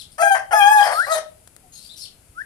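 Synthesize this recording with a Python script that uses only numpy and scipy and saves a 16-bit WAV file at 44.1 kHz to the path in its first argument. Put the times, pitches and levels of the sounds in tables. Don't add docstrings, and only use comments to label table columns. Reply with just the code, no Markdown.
import sys
import numpy as np
from scipy import signal
from scipy.fft import rfft, irfft
from scipy.io import wavfile
from scipy.ndimage import uniform_filter1d

SR = 44100
rng = np.random.default_rng(int(sys.argv[2]) if len(sys.argv) > 2 else 0)


def unload_wav(signal):
    wavfile.write(
        sys.argv[1],
        SR,
        np.round(np.clip(np.atleast_2d(signal).T, -1, 1) * 32767).astype(np.int16),
    )


N = 108045

# freq_hz, gain_db
FLOOR_COLOUR = [(12, -32.5), (20, 0.5), (100, -0.5), (450, -12.5), (646, -11.5), (1100, -20), (1370, -16.5),
                (1760, -20.5), (2390, -18.5), (4160, -23.5), (4530, -20.5), (5810, -23.5), (10400, -13.5),
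                (15400, -34)]
# freq_hz, correlation
FLOOR_COHERENCE = [(40, 0.38), (150, 0.99), (500, 0.39), (1500, 0.092), (15000, .05)]
# freq_hz, left_minus_right_db
FLOOR_BALANCE = [(60, 2), (400, 2), (2000, 5.5), (5000, 4), (9000, 18), (15000, 11)]
ROOM_BALANCE = [(200, -2.5), (700, 6), (1300, 5.5), (2400, 6), (5000, 7.5), (8500, 66.5), (12000, 19),
                (15000, 8)]
DIRECT_BALANCE = [(200, -6.5), (700, 5.5), (1300, 7), (2400, 15), (4400, 15), (6000, 2), (8300, 20),
                  (10000, 24), (12500, 17), (15000, -7)]
# freq_hz, lag_rad
RIGHT_LAG = [(200, .1), (1200, 1.6), (2300, 2), (3200, 4.64), (5200, 6.26), (9700, 12.3), (15000, 6)]
# freq_hz, t60_s
ROOM_T60 = [(200, .4), (650, 0.4), (1400, 0.27), (4000, 0.28), (10000, 0.13), (15000, 0.098)]
# freq_hz, gain_db
ROOM_COLOUR = [(400, 2.5), (620, 1.5), (820, -4), (1600, 0), (4000, 3.5), (10000, 7), (15000, 3)]
# time_s, pitch_hz, level_db
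ROOM_RING = [
    [(.218, 699, -23), (.236, 685.4, -11.5), (.25, 663, -22.5), (.29, 687, -32)],
    [(.528, 683, -28.5), (.546, 660, -18), (.562, 709, -27), (.61, 686, -39.5)],
]

# start_s, pitch_hz, level_db
BUMPS = [(0.064, 66.4, -47.5), (0.492, 75.3, -47.5), (2.185, 69.9, -50), (2.291, 70.6, -43)]
# start_s, level_db
TICKS = [(1.475, -35.5), (1.564, -36.5)]
# start_s, length_s, first_hz, middle_hz, last_hz, level_db, hiss_db
CHIRPS = [(-.02, 0.048, 4900, 4102, 2870, -40, -1.5), (0.114, 0.02, 8300, 9600, 9900, -54, 2.5),
          (0.756, 0.049, 3300, 3530, 4230, -41, 3), (.825, 0.06, 5350, 5074, 4236, -36, 1.5),
          (0.917, 0.059, 4113, 4480, 3863, -40, -0.5), (0.909, 0.036, 8400, 9580, 8700, -39, 2.5),
          (0.95, .04, 11400, 11800, 12900, -42, -4), (0.974, 0.04047, 8000, 9170, 9100, -42, 2.5),
          (0.998, 0.1, 4300, 4070, 4910, -47.5, 3.5), (1.09, 0.07, 4250, 4337, 3315, -40.5, 2),
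          (1.113, 0.036, 3987, 3877, 3400, -34, -8), (1.72, 0.048, 6900, 6500, 7060, -47, -4),
          (1.721, 0.042, 4174, 4250, 4630, -58, -10), (1.752, 0.058, 4240, 4154, 4210, -49, 2.5),
          (1.804, 0.0487, 4130, 4500, 4400, -53, 4), (1.835, 0.045, 4300, 4710, 4794, -48.5, 1.5),
          (1.891, .04, 3523, 3764, 4270, -42, -13.5), (1.932, 0.02, 4440, 3700, 2880, -52, 1.5),
          (1.963, .036, 5630, 5980, 7340, -48, 4.5), (1.985, 0.063, 4490, 5346, 4550, -42.5, -6),
          (1.99, 0.046, 10930, 10070, 9700, -46, -7), (2.012, 0.053, 4000, 4280, 2500, -40, -5)]
# freq_hz, gain_db
TICK_COLOUR = [(300, -16), (1200, -4.5), (2500, -13.5), (5000, -12.5), (10000, -5.5), (15000, -24.5)]
CHIRP_HISS = [(1500, -38), (2800, -5.5), (4200, -1), (5200, 3.5), (6200, -9), (7600, -1.5), (9700, 2.5),
              (12000, -3.5), (15500, -24)]
# time_s, pitch_hz, level_db
SWOOP = [(0.515, 1457, -40.5), (0.525, 1403, -36.5), (0.533, 1316, -23), (0.579, 1215, -29),
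         (0.649, 1173, -33), (0.757, 1154, -39), (0.793, 1170, -35.5), (0.927, 1168, -35),
         (0.959, 1233, -27), (0.983, 1315, -20.5), (1.003, 1430, -15), (1.035, 1798, -28.5),
         (1.055, 1984, -27)]
PEEP = [(1.62, 766, -79), (1.645, 760, -54.5), (1.69, 690, -66)]
UPSWEEP = [(2.345, 1243, -68.5), (2.365, 1283, -50), (2.385, 1430, -31), (2.401, 1562, -33.5),
           (2.421, 1810, -29.5), (2.432, 1905, -87)]

# time_s, pitch_hz, fundamental_db, octave_db, fourth_db, upper_db
FIRST = [(0.18, 621, -40.5, -33.5, -53, -39), (0.188, 642.5, -34, -29.5, -52, -44),
         (0.206, 658.5, -18.5, -20.5, -39, -35.5), (0.218, 662.4, -20, -23, -42, -27),
         (0.23, 802.8, -20, -20.5, -41, -35.5), (0.248, 806.3, -20.5, -17, -46, -35),
         (0.278, 797, -14.5, -17.5, -47, -36.5), (0.298, 807.5, -28.5, -26, -47, -36.5),
         (0.31, 794, -12, -21, -47, -43), (0.322, 785.6, -12, -13.5, -35.5, -30.5),
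         (0.34, 774.6, -14, -32.5, -43.5, -34.5), (0.354, 784, -18.5, -19, -44, -42),
         (0.385, 779, -32, -31.5, -52.5, -41.5)]
SECOND = [(0.508, 725, -23.5, -28.5, -44, -50), (0.52, 715, -24, -32, -41, -39.5),
          (0.528, 701, -21.5, -20.5, -42.5, -29.5), (0.538, 829.4, -11, -23, -33, -34),
          (0.56, 862.5, -17, -23.5, -42.5, -34), (0.594, 840, -12.5, -21, -43, -30),
          (0.606, 813.4, -14, -19.5, -30.5, -39.5), (0.628, 803.7, -13, -20, -24.5, -36),
          (0.658, 813.2, -11.5, -20.5, -31.5, -34.5), (0.686, 835.2, -10.5, -16.5, -33, -36),
          (0.704, 839.4, -15, -22, -42, -36.5), (0.72, 854.8, -9, -22.5, -42.5, -30.5),
          (0.738, 847, -19, -18.5, -42.5, -30), (0.756, 843.6, -11.5, -16, -45.5, -35.5),
          (0.77, 841, -10, -18.5, -39.5, -38), (0.804, 812.2, -11.5, -20, -31.5, -36),
          (0.814, 828, -11.5, -21, -42.5, -31), (0.83, 805.2, -18.5, -25.5, -25, -39.5),
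          (0.846, 849.4, -20.5, -31, -47, -38.5), (0.864, 797.2, -19.5, -28, -53, -39.5),
          (0.914, 611, -26, -26, -45.5, -46.5), (0.94, 595.6, -21.5, -30, -48, -58)]
THIRD = [(1.065, 549, -43.5, -28, -58, -38), (1.079, 554, -28, -30, -48.5, -40.5),
         (1.093, 622.3, -32, -28.5, -48, -45.5), (1.123, 649, -19, -17.5, -59, -29.5),
         (1.137, 636, -20.5, -25, -53.5, -32), (1.161, 602.4, -23, -45, -40, -29),
         (1.173, 625, -31.5, -40.5, -68, -35.5), (1.19, 632, -24, -38.5, -61, -27.5)]
# curve, breath_db, hollow_depth, top_hz
SQUAWKS = [(FIRST, 0, 0.31, 13000), (SECOND, 0, 0.91, 15500), (THIRD, -10.5, .1, 13500)]
# time_s, roughness
HOARSENESS = [(.18, 1), (.2, 0.21), (.226, 0.05), (.25, 0), (.34, 0), (.362, 0.92), (.39, 1.06),
              (.515, 0.74), (.545, 0.04), (.6, 0.02), (.79, 0.01), (.82, 0.25), (.87, 0.83), (.94, 1),
              (1.08, 0.64), (1.11, 0.12), (1.14, 0.11), (1.175, 0.83)]
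# freq_hz, gain_db
UPPER_COLOUR = [(1900, 3.5), (2450, 4.5), (3000, -11.5), (3800, -6), (4400, -14.5), (5000, -7.5),
                (5800, -7), (6500, -5.5), (7400, -14.5), (8500, -6.5), (9700, -2.5), (11000, -8.5),
                (13000, -10), (15500, -22.5)]
RASP_COLOUR = [(150, -71), (340, -41), (420, -28.5), (500, -12), (700, 3), (880, -1.5), (1350, -9.5),
               (1800, -2.5), (2200, -15), (3000, -26.5), (3700, -44.5), (15000, -59)]
BREATH_COLOUR = [(1500, -32.5), (2300, 2), (2850, -10), (3250, 1.5), (3700, -9), (4400, -2), (5000, 3),
                 (6000, 5), (7200, -8), (9600, 6.5), (12000, -10), (15500, -17.5)]
# centre_hz, width_hz, gain_db
HOLLOWS = [(3625, 242, -18.5), (4280, 200, -0.5), (3110, 109, 10.5)]

CUTOFF_HZ, FLOOR_DB, ROOM_GAP_S = 15600, -55.5, 0.0079
VOICE_SEND_DB, TICK_SEND_DB, WHISTLE_SEND_DB, CHIRP_SEND_DB = -10, -30, -17.5, -8
BUMP_S, TICK_DECAY_S, EDGE_S = 0.02, 0.0023, 0.0033
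CHIRP_WAVER, CHIRP_WAVER_HZ, CHIRP_OCTAVE_DB, HISS_TRIM_DB = 0.016, 397.7, -17.5, -0.5
WHISTLE_GAIN_DB, WHISTLE_OCTAVE_DB, WHISTLE_AIR_DB = 1.5, -42, -32.5
JITTER, JITTER_ROUGH, JITTER_HZ, SHIMMER = 0.0028, 0.054, 248, 0.19
FLUTTER_DB, FLUTTER_HZ, RAGGED_RAD_PER_KHZ, RAGGED_HZ = 5.5, 23.7, 0.1, 110
BREATH_GAIN_DB, BREATH_FLOOR, LEAP_HZ_PER_S = 2, 0.098, 8000
BINS_HZ = np.fft.rfftfreq(N, 1 / SR)


def amp(db):
    return 10 ** (np.asarray(db) / 20)


def unit(x):
    return x / np.sqrt(np.mean(np.abs(x) ** 2) + 1e-20)


def read(points, hz):
    freq_hz, value = np.transpose(points)
    return np.interp(np.log(hz + 1), np.log(freq_hz + 1), value)


def add(mix, start_s, sound):
    at = round(start_s * SR)
    part = mix[max(at, 0):][:len(sound) + min(at, 0)]
    part += sound[max(-at, 0):][:len(part)]


def colour(x, points):
    return irfft(rfft(x) * amp(read(points, np.fft.rfftfreq(len(x), 1 / SR))), len(x))


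def noise(n):
    return rng.standard_normal(N)[:n]


def wander(n, rate_hz):
    hz = np.fft.rfftfreq(SR, 1 / SR)
    return unit(irfft(rfft(rng.standard_normal(SR)) / (1 + (hz / rate_hz) ** 4), SR))[:n]


def controls(curve):
    time_s, *columns = np.transpose(curve)
    t = np.arange(time_s[0], time_s[-1], 1 / SR)
    gate = np.clip(np.minimum(t - t[0], t[-1] - t) / EDGE_S, 0, 1)
    return t, gate, *[np.interp(t, time_s, column) for column in columns]


def lean(pair, balance):
    right = amp(-read(balance, BINS_HZ))
    return irfft(rfft(pair) * np.array([np.ones_like(right), right]) * 2 / (1 + right), N)


def floor():
    coherence = read(FLOOR_COHERENCE, BINS_HZ)
    left, other = colour(noise(N), FLOOR_COLOUR), colour(noise(N), FLOOR_COLOUR)
    right = irfft(coherence * rfft(left) + np.sqrt(1 - coherence ** 2) * rfft(other), N)
    pair = lean(np.array([left, right]), FLOOR_BALANCE)
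    return amp(FLOOR_DB) * pair / pair.mean(0).std()


def room(x):
    hz, t, bands = signal.stft(rng.standard_normal((2, SR)), SR, nperseg=256)
    decay = amp(-60 * t / read(ROOM_T60, hz)[:, None])
    tail = signal.istft(bands * decay, SR, nperseg=256)[1]
    tail *= np.clip(np.arange(tail.shape[1]) / SR / ROOM_GAP_S - 1, 0, 1)
    tail /= np.linalg.norm(tail[0])
    echoes = signal.fftconvolve(colour(x, ROOM_COLOUR)[None], tail, axes=1)[:, :N]
    return lean(echoes, ROOM_BALANCE)


def direct(x):
    late = irfft(rfft(x) * np.exp(-1j * read(RIGHT_LAG, BINS_HZ)), N)
    return lean(np.array([x, late]), DIRECT_BALANCE)


def bump(start_s, pitch_hz, level_db):
    t = np.arange(0, BUMP_S, 1 / SR)
    return start_s, amp(level_db) * np.sin(np.pi * t / BUMP_S) * np.sin(2 * np.pi * pitch_hz * t)


def tick(start_s, level_db):
    t = np.arange(1024) / SR
    return start_s, amp(level_db) * unit(colour(noise(len(t)), TICK_COLOUR)) * np.exp(-t / TICK_DECAY_S)


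def chirp(start_s, length_s, first_hz, middle_hz, last_hz, level_db, hiss_db):
    n = round(length_s * SR)
    progress = np.linspace(0, 1, n)
    pitch_hz = np.polyval(np.polyfit([0, .5, 1], [first_hz, middle_hz, last_hz], 2), progress)
    phase = 2 * np.pi * np.cumsum(pitch_hz * (1 + CHIRP_WAVER * wander(n, CHIRP_WAVER_HZ))) / SR
    octave = amp(CHIRP_OCTAVE_DB) * (2 * pitch_hz < CUTOFF_HZ) * np.sin(2 * phase)
    tone = unit((np.sin(phase) + octave) * (1 + .45 * wander(n, CHIRP_WAVER_HZ)))
    hiss = unit(colour(noise(n), CHIRP_HISS) * (1 + .4 * wander(n, CHIRP_WAVER_HZ)))
    envelope = amp(level_db) * np.abs(np.sin(np.pi * progress)) ** 0.51
    return start_s, envelope * (tone + amp(hiss_db + HISS_TRIM_DB) * hiss)


def whistle(curve):
    t, gate, pitch_hz, level_db = controls(curve)
    phase = 2 * np.pi * np.cumsum(uniform_filter1d(pitch_hz, size=400, mode="nearest")) / SR
    tone = np.sin(phase) + amp(WHISTLE_OCTAVE_DB) * np.sin(2 * phase)
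    air = amp(WHISTLE_AIR_DB) * unit(colour(noise(len(t)), BREATH_COLOUR))
    return t[0], gate * np.sqrt(2) * amp(level_db + WHISTLE_GAIN_DB) * (tone + air)


def register_breaks(pitch_hz):
    index = np.arange(len(pitch_hz))
    steady = index[np.abs(np.gradient(pitch_hz)) * SR < LEAP_HZ_PER_S]
    nearest = np.rint(np.interp(index, steady, np.arange(len(steady)))).astype(int)
    return pitch_hz[steady[nearest]]


def throat(x, depth, top_hz):
    shape_db = sum(db * np.exp(-((BINS_HZ - hz) / width_hz) ** 2) for hz, width_hz, db in HOLLOWS)
    return irfft(rfft(x, N) * amp(depth * shape_db) / np.sqrt(1 + (BINS_HZ / top_hz) ** 20), N)[:len(x)]


def upper_harmonics(pitch_hz, phase):
    n = len(phase)
    k = np.r_[3, 5:25][:, None]
    hz = k * pitch_hz
    flutter_db = FLUTTER_DB * np.array([wander(n, FLUTTER_HZ) for _ in k])
    ragged_rad = RAGGED_RAD_PER_KHZ * hz / 1000 * np.array([wander(n, RAGGED_HZ) for _ in k])
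    weights = amp(read(UPPER_COLOUR, hz) + flutter_db) * (hz < CUTOFF_HZ)
    partials = weights * np.cos(k * phase + k ** 2 + ragged_rad)
    return partials.sum(0) / np.sqrt((weights[1:] ** 2).sum(0))


def squawk(curve, breath_db, hollow_depth, top_hz):
    t, gate, pitch_hz, fundamental_db, octave_db, fourth_db, upper_db = controls(curve)
    n = len(t)
    pitch_hz = register_breaks(pitch_hz)
    rough = np.clip(np.interp(t, *np.transpose(HOARSENESS)), 0, .98)
    jitter = (JITTER + JITTER_ROUGH * rough ** 2) * wander(n, JITTER_HZ)
    phase = 2 * np.pi * np.cumsum(pitch_hz * (1 + jitter)) / SR
    buzz = amp(fundamental_db) * np.cos(phase) - amp(octave_db) * np.cos(2 * phase)
    buzz += amp(fourth_db) * np.sin(4 * phase) + amp(upper_db) * upper_harmonics(pitch_hz, phase)
    shimmer = 1 + SHIMMER * rough * wander(n, JITTER_HZ)
    tone = np.sqrt(2 * (1 - rough ** 2)) * buzz * shimmer
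    puffs = 1 + np.cos(phase)
    rasp = unit(colour(puffs * noise(n), RASP_COLOUR))
    rasp *= rough * np.hypot(amp(fundamental_db), amp(octave_db))
    air = unit(colour(puffs * noise(n), BREATH_COLOUR))
    air *= np.hypot(rough, BREATH_FLOOR) * amp(upper_db + BREATH_GAIN_DB + breath_db)
    return t[0], gate * throat(tone + rasp + air, hollow_depth, top_hz)


def scene():
    voice, tones, chirps, ticks, bumps = np.zeros((5, N))
    for row in SQUAWKS:
        add(voice, *squawk(*row))
    for curve in (SWOOP, PEEP, UPSWEEP, *ROOM_RING):
        add(tones, *whistle(curve))
    for row in CHIRPS:
        add(chirps, *chirp(*row))
    for row in TICKS:
        add(ticks, *tick(*row))
    for row in BUMPS:
        add(bumps, *bump(*row))
    send = (amp(VOICE_SEND_DB) * voice + amp(TICK_SEND_DB) * ticks
            + amp(WHISTLE_SEND_DB) * tones + amp(CHIRP_SEND_DB) * chirps)
    return direct(voice + tones + chirps + ticks) + room(send) + bumps + floor()


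def record(dry):
    lowpass = signal.firwin(511, CUTOFF_HZ, window=("kaiser", 9), fs=SR)
    return signal.oaconvolve(np.clip(dry, -1, 1), lowpass[None], "same")


dry = scene()
out = record(dry)
unload_wav(out)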